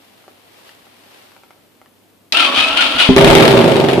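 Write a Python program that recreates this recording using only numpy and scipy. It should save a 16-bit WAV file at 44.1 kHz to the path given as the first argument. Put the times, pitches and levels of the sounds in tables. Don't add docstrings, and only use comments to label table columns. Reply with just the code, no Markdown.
import sys
import numpy as np
from scipy import signal
from scipy.fft import rfft, irfft
from scipy.io import wavfile

SR = 44100
rng = np.random.default_rng(int(sys.argv[2]) if len(sys.argv) > 2 else 0)


def bounce(signal):
    frames = np.transpose(np.atleast_2d(signal))
    limited = np.clip(frames, -1, 1)
    pcm = np.round(limited * 32767).astype(np.int16)
    wavfile.write(sys.argv[1], SR, pcm)


N = 176400
T = np.arange(N) / SR

# frequency in Hz, relative level in dB.
AIR_SPECTRUM = [(25, -24), (60, -12), (130, -4.5), (260, 2.5), (600, -5.5), (1000, -12), (2000, -18.5),
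                (7000, -22.5), (15000, -18.5)]
CLOTH_SPECTRUM = [(100, -46), (300, -4), (700, 1.5), (1500, -4.5), (3000, -3), (4500, -7), (6500, -15.5),
                  (10000, -14.5), (15000, -17)]
CLACK_SPECTRUM = [(100, -35), (500, -16), (1500, -8), (2500, 9), (4500, 7), (7000, -9), (11000, -14),
                  (15000, -22)]
MOTOR_SPECTRUM = [(100, -40), (200, -12), (280, 0), (400, -10), (650, -3.5), (1000, -5), (1400, -7.5),
                  (2200, -15.5), (8000, -39)]
GEARCASE_SPECTRUM = [(88, -65), (150, -25), (200, -20), (294, -19), (337, -33), (433, -15), (649, -6.5),
                     (1070, -12), (1320, -0.5), (1570, -5), (1910, -6), (2500, -1), (3150, 6), (4370, -6.5),
                     (6550, -25.5), (10000, -21), (15000, -59)]
DRAUGHT_SPECTRUM = [(10, -15), (30, 2), (60, 5), (110, -16), (300, -42), (2000, -90)]
EXHAUST_SPECTRUM = [(25, -37), (60, -14), (105, -11), (140, 1.5), (250, -2.5), (310, -2.5), (380, -1.5),
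                    (460, -7), (600, -8.5), (1400, -27.5), (15000, -70)]
GAS_SPECTRUM = [(60, -29), (200, -12), (350, -2), (550, -1.5), (850, -9.5), (1400, -18), (3000, -30),
                (15000, -50.5)]
RASP_SPECTRUM = [(100, -19.5), (700, 8), (1600, 2.5), (2600, 4.5), (3600, 2), (4700, -6), (6300, -16),
                 (9000, -15), (15000, -23.5)]
# frequency in Hz, relative level in dB, 60 dB decay time in seconds.
HOUSING_MODES = [(1362, -4, 0.026), (1855, -12, 0.12), (2608, 5, 0.031), (2930, 3, 0.025),
                 (3170, -2.5, 0.02), (3570, -14, .03), (4234, -6.5, 0.029)]
PUFF_MODES = [(74, 3, 0.25), (142, 7.5, 0.195), (263, 17, 0.13)]
BANG_MODES = [(140, -13, 0.089), (192, 3.5, 0.056), (257.6, -0.5, 0.19), (392.7, -5.5, .25)]
SILENCER_MODES = [(138, -6, .2), (260, -11, .15), (360, -9, .12), (396, 0, .22), (525, -14, .1)]
# time in seconds, level in dB.
CLOTH_ENVELOPE = [(0, -50), (.15, -51), (.43, -52), (.68, -44), (.76, -49), (.95, -49.5), (1.18, -45),
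                  (1.45, -53.5), (1.75, -59), (2.3, -60.5)]
DRAUGHT_ENVELOPE = [(2.55, -85), (2.58, -45), (3.08, -45), (3.17, -22), (3.25, -23), (3.33, -14),
                    (3.43, -52), (4, -37)]
# start in seconds, level in dB, pitch in Hz.
HANDLING_CLICKS = [(.241, -38.5, 850), (0.2802, -26, 487), (.6925, -29, 1870), (.868, -34, 850),
                   (1.319, -35, 1050), (1.365, -31.5, 960), (1.4354, -31.5, 900), (1.507, -30, 870),
                   (1.8157, -31, 845), (1.86, -36.5, 1210)]
# multiple of its pitch, level in dB, 60 dB decay time in seconds.
PLASTIC_MODES = [(1, 3, 0.01), (1.5, 2.5, 0.011), (2.4, -2, 0.01), (3.5, -14, .008)]
# frequency in Hz, reverberation time in seconds.
REVERB_TIMES = [(100, 0.29), (500, 0.56), (2000, 0.29), (6000, 0.44), (15000, 0.23)]
# time in seconds, tooth rate in Hz.
TOOTH_RATE = [(2.33, 1230), (2.37, 1390), (2.405, 1395), (2.445, 1160), (2.51, 1110), (2.6, 1238),
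              (2.66, 1300), (2.73, 1335), (2.8, 1430), (2.85, 1370), (2.94, 1350), (3.003, 1485),
              (3.04, 1150), (3.08, 1020)]
# start in seconds, level in dB, hold in seconds.
COMPRESSIONS = [(2.343, -15, 0.092), (2.546, -17, 0.095), (2.77, -14.5, 0.063), (2.983, -13.5, 0.051)]
# multiple of the tooth rate, level in dB.
MESH_HARMONICS = [(1, -13), (2, -12), (3, -28)]
# start in seconds, level in dB.
UNFIRED_PUFFS = [(2.576, -24), (2.952, -24)]
# time in seconds, firings per second.
FIRING_RATE = [(3.164, 21), (3.225, 26.5), (3.265, 35), (3.37, 43.3), (3.44, 37), (3.52, 32.3),
               (3.62, 28.3), (3.73, 25.2), (3.82, 23), (4, 20.5)]
# time in seconds, boom level in dB, rasp level in dB.
FIRING_LEVELS = [(3.164, -2.5, -7), (3.208, -7, -10.5), (3.3, -3.5, -8.5), (3.42, -7.5, -10.5),
                 (3.54, -6, -15), (3.68, -9, -18), (3.8, -9.5, -16), (3.86, -11.5, -23), (3.92, -13, -15.5),
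                 (4, -9, -27.5)]

ENGAGE_S, RELEASE_S, BANG_S, FIRING_FROM_S = 2.323, 3.084, 3.0905, 3.164


def amp(db):
    return 10 ** (np.asarray(db) / 20)


def unit(x):
    return x / np.sqrt(np.mean(x ** 2) + 1e-20)


def read(points, hz):
    f, value = np.transpose(points)
    return np.interp(np.log(hz + 1), np.log(f + 1), value)


def curve(rows, column=1):
    return np.interp(T, np.array(rows)[:, 0], np.array(rows)[:, column])


def through(x, response):
    response = np.atleast_2d(response)
    response = response / np.linalg.norm(response, axis=1, keepdims=True)
    return signal.fftconvolve(np.atleast_2d(x), response, axes=1)[:, :N]


def colour(x, spectrum, size=8192):
    log_gain = np.log(amp(read(spectrum, abs(np.fft.fftfreq(size, 1 / SR)))))
    response = np.fft.ifft(np.exp(np.conj(signal.hilbert(log_gain)))).real
    return through(x, response[:size // 2])


def ring(modes, start=0):
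    t = np.maximum(T - start, 0)
    return sum(amp(db - 60 * t / t60) * np.sin(2 * np.pi * hz * t) for hz, db, t60 in modes)


def decay(start, tau_s):
    return (T >= start) * np.exp(-np.maximum(T - start, 0) / tau_s)


def wander(hz):
    rolloff = 1 + (np.fft.rfftfreq(N, 1 / SR) / hz) ** 4
    return unit(irfft(rfft(rng.standard_normal(N)) / rolloff, N))


def noise():
    return rng.standard_normal((2, N))


def low_cut(x, hz):
    return signal.sosfilt(signal.butter(4, hz, "high", fs=SR, output="sos"), x)


def garage(x, wet_db, left_db=0, apart=1, size=22050):
    taps = rng.standard_normal((3, size)) * (rng.random((3, size)) < .1) * (T[:size] > .003)
    reflections = taps[:2] * apart + taps[2] * np.sqrt(max(1 - apart ** 2, 0))
    hz, t, bands = signal.stft(reflections, SR, nperseg=256)
    tail = signal.istft(bands * amp(-60 * t / read(REVERB_TIMES, hz)[:, None]), SR, nperseg=256)[1]
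    balance = amp([[left_db / 2], [-left_db / 2]])
    return (x + amp(wet_db) * through(x, tail)) / np.hypot(1, amp(wet_db)) * balance


def background(hum_hz=100):
    air = colour(noise() + 0.99 * noise()[0], AIR_SPECTRUM)
    cloth = colour(noise() * amp(wander(100)), CLOTH_SPECTRUM) * amp(curve(CLOTH_ENVELOPE))
    return amp(-53.5) * unit(air) + cloth + amp(-66) * np.sin(2 * np.pi * hum_hz * T)


def clicks(echo_s=0.0052):
    direct = 0
    for start, db, pitch in HANDLING_CLICKS:
        modes = [(pitch * k, level, t60) for k, level, t60 in PLASTIC_MODES]
        direct += amp(db) * (0.45 * ring(modes, start) + 0.15 * noise() * decay(start, .001))
    return garage(direct + 0.49 * np.roll(direct, round(echo_s * SR), axis=1), wet_db=-7.5)


def starter_clack():
    burst = colour(noise() * decay(ENGAGE_S, 0.011), CLACK_SPECTRUM)
    return garage(amp(-8.5) * burst, wet_db=-17)


def starter_motor(mesh_cycles, drive):
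    whine = amp(-30.5 + 4 * wander(22)) * np.sin(2 * np.pi * mesh_cycles)
    growl = amp(-32.5) * np.sin(np.pi * mesh_cycles)
    whirr = amp(-26) * colour(noise()[0] + .5 * noise(), MOTOR_SPECTRUM)
    return garage(drive * (whirr + whine + growl), wet_db=-11.5, left_db=-4.5)


def gear_rattle(mesh_cycles, drive, rise_s=0.0054, fall_s=0.028):
    impacts = unit(np.diff(np.floor(mesh_cycles), prepend=0) * amp(3.5 * wander(900)))
    scrape = unit(noise() * np.exp(-(mesh_cycles % 1) / 0.38))
    force = unit(impacts - impacts.mean() + 2.7 * scrape) * amp(3.17 * wander(73))
    casing = 0.97 * colour(force, GEARCASE_SPECTRUM) + .55 * through(force, ring(HOUSING_MODES))
    tones = sum(amp(db + 6.4 * wander(46)) * np.sin(2 * np.pi * k * mesh_cycles)
                for k, db in MESH_HARMONICS)
    load = 0
    for start, db, hold in COMPRESSIONS:
        rise = np.clip((T - start) / rise_s + .5, 0, 1)
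        load += amp(db) * rise * np.exp(-np.maximum(T - start - hold, 0) / fall_s)
    return garage(np.hypot(load, amp(-22) * drive) * (casing + tones), wet_db=-3, left_db=1)


def starter(rise_s=0.0095, fade_s=0.14):
    mesh_cycles = np.cumsum(curve(TOOTH_RATE) * (1 + .012 * wander(60))) / SR
    drive = np.clip((T - ENGAGE_S) / rise_s, 0, 1) * np.exp(-np.maximum(T - RELEASE_S, 0) / fade_s)
    return gear_rattle(mesh_cycles, drive) + starter_motor(mesh_cycles, drive) + starter_clack()


def draught():
    rumble = colour(noise() + .5 * noise()[0], DRAUGHT_SPECTRUM)
    return rumble * amp(curve(DRAUGHT_ENVELOPE)) * amp([[-5], [1]])


def puffs():
    return 0.15 * sum(amp(db) * ring(PUFF_MODES, start) for start, db in UNFIRED_PUFFS)


def bang():
    burst = colour(noise() * decay(BANG_S, 0.017), EXHAUST_SPECTRUM)
    return garage(amp(2) * (ring(BANG_MODES, BANG_S) + 0.37 * burst), wet_db=-10.5, apart=0.45)


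def engine():
    rate = curve(FIRING_RATE)
    running = T >= FIRING_FROM_S
    cycles = np.cumsum(rate * running) / SR
    since_firing = cycles % 1 / rate
    strength = running * amp(.7 * rng.standard_normal(64)[cycles.astype(int)])
    firings = np.diff(np.ceil(cycles), prepend=0)
    mid_cycle = np.diff(np.round(cycles), prepend=0)
    pulses = (firings + 0.31 * mid_cycle) * .9 * np.sqrt(SR / rate)
    gas = (noise()[0] + .5 * noise()) * (0.66 + 0.53 * np.exp(-since_firing / 0.022))
    push = strength * amp(curve(FIRING_LEVELS))
    boom = .5 * colour(push * (pulses + .55 * gas), EXHAUST_SPECTRUM)
    rush = .36 * colour(push * gas, GAS_SPECTRUM)
    ringing = .55 * through(push * (pulses + 0.32 * gas), ring(SILENCER_MODES))
    jet = noise() * (0.44 + 1.21 * np.exp(-since_firing / 0.0067)) * strength
    rasp = colour(jet * amp(curve(FIRING_LEVELS, column=2) + 4.1 * wander(280)), RASP_SPECTRUM)
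    return (ringing + garage(boom + rush, wet_db=2, left_db=-2.5, apart=0.5)
            + garage(rasp, wet_db=-6, left_db=1))


def scene():
    return (background() + low_cut(clicks(), hz=280) + low_cut(starter(), hz=170)
            + puffs() + bang() + low_cut(engine(), hz=78) + draught())


def record(dry, knee=12, cutoff_hz=14800):
    presence = signal.lfilter(*signal.iirpeak(2300, 1.3, fs=SR), dry)
    picked_up = dry + 0.27 * presence * np.array([[1], [-1]])
    clipped = picked_up / (1 + picked_up ** knee) ** (1 / knee)
    low_pass = signal.firwin(255, cutoff_hz, window=("kaiser", 7), fs=SR)
    return signal.oaconvolve(clipped, low_pass[None], "same")


dry = scene()
out = record(dry)
bounce(out)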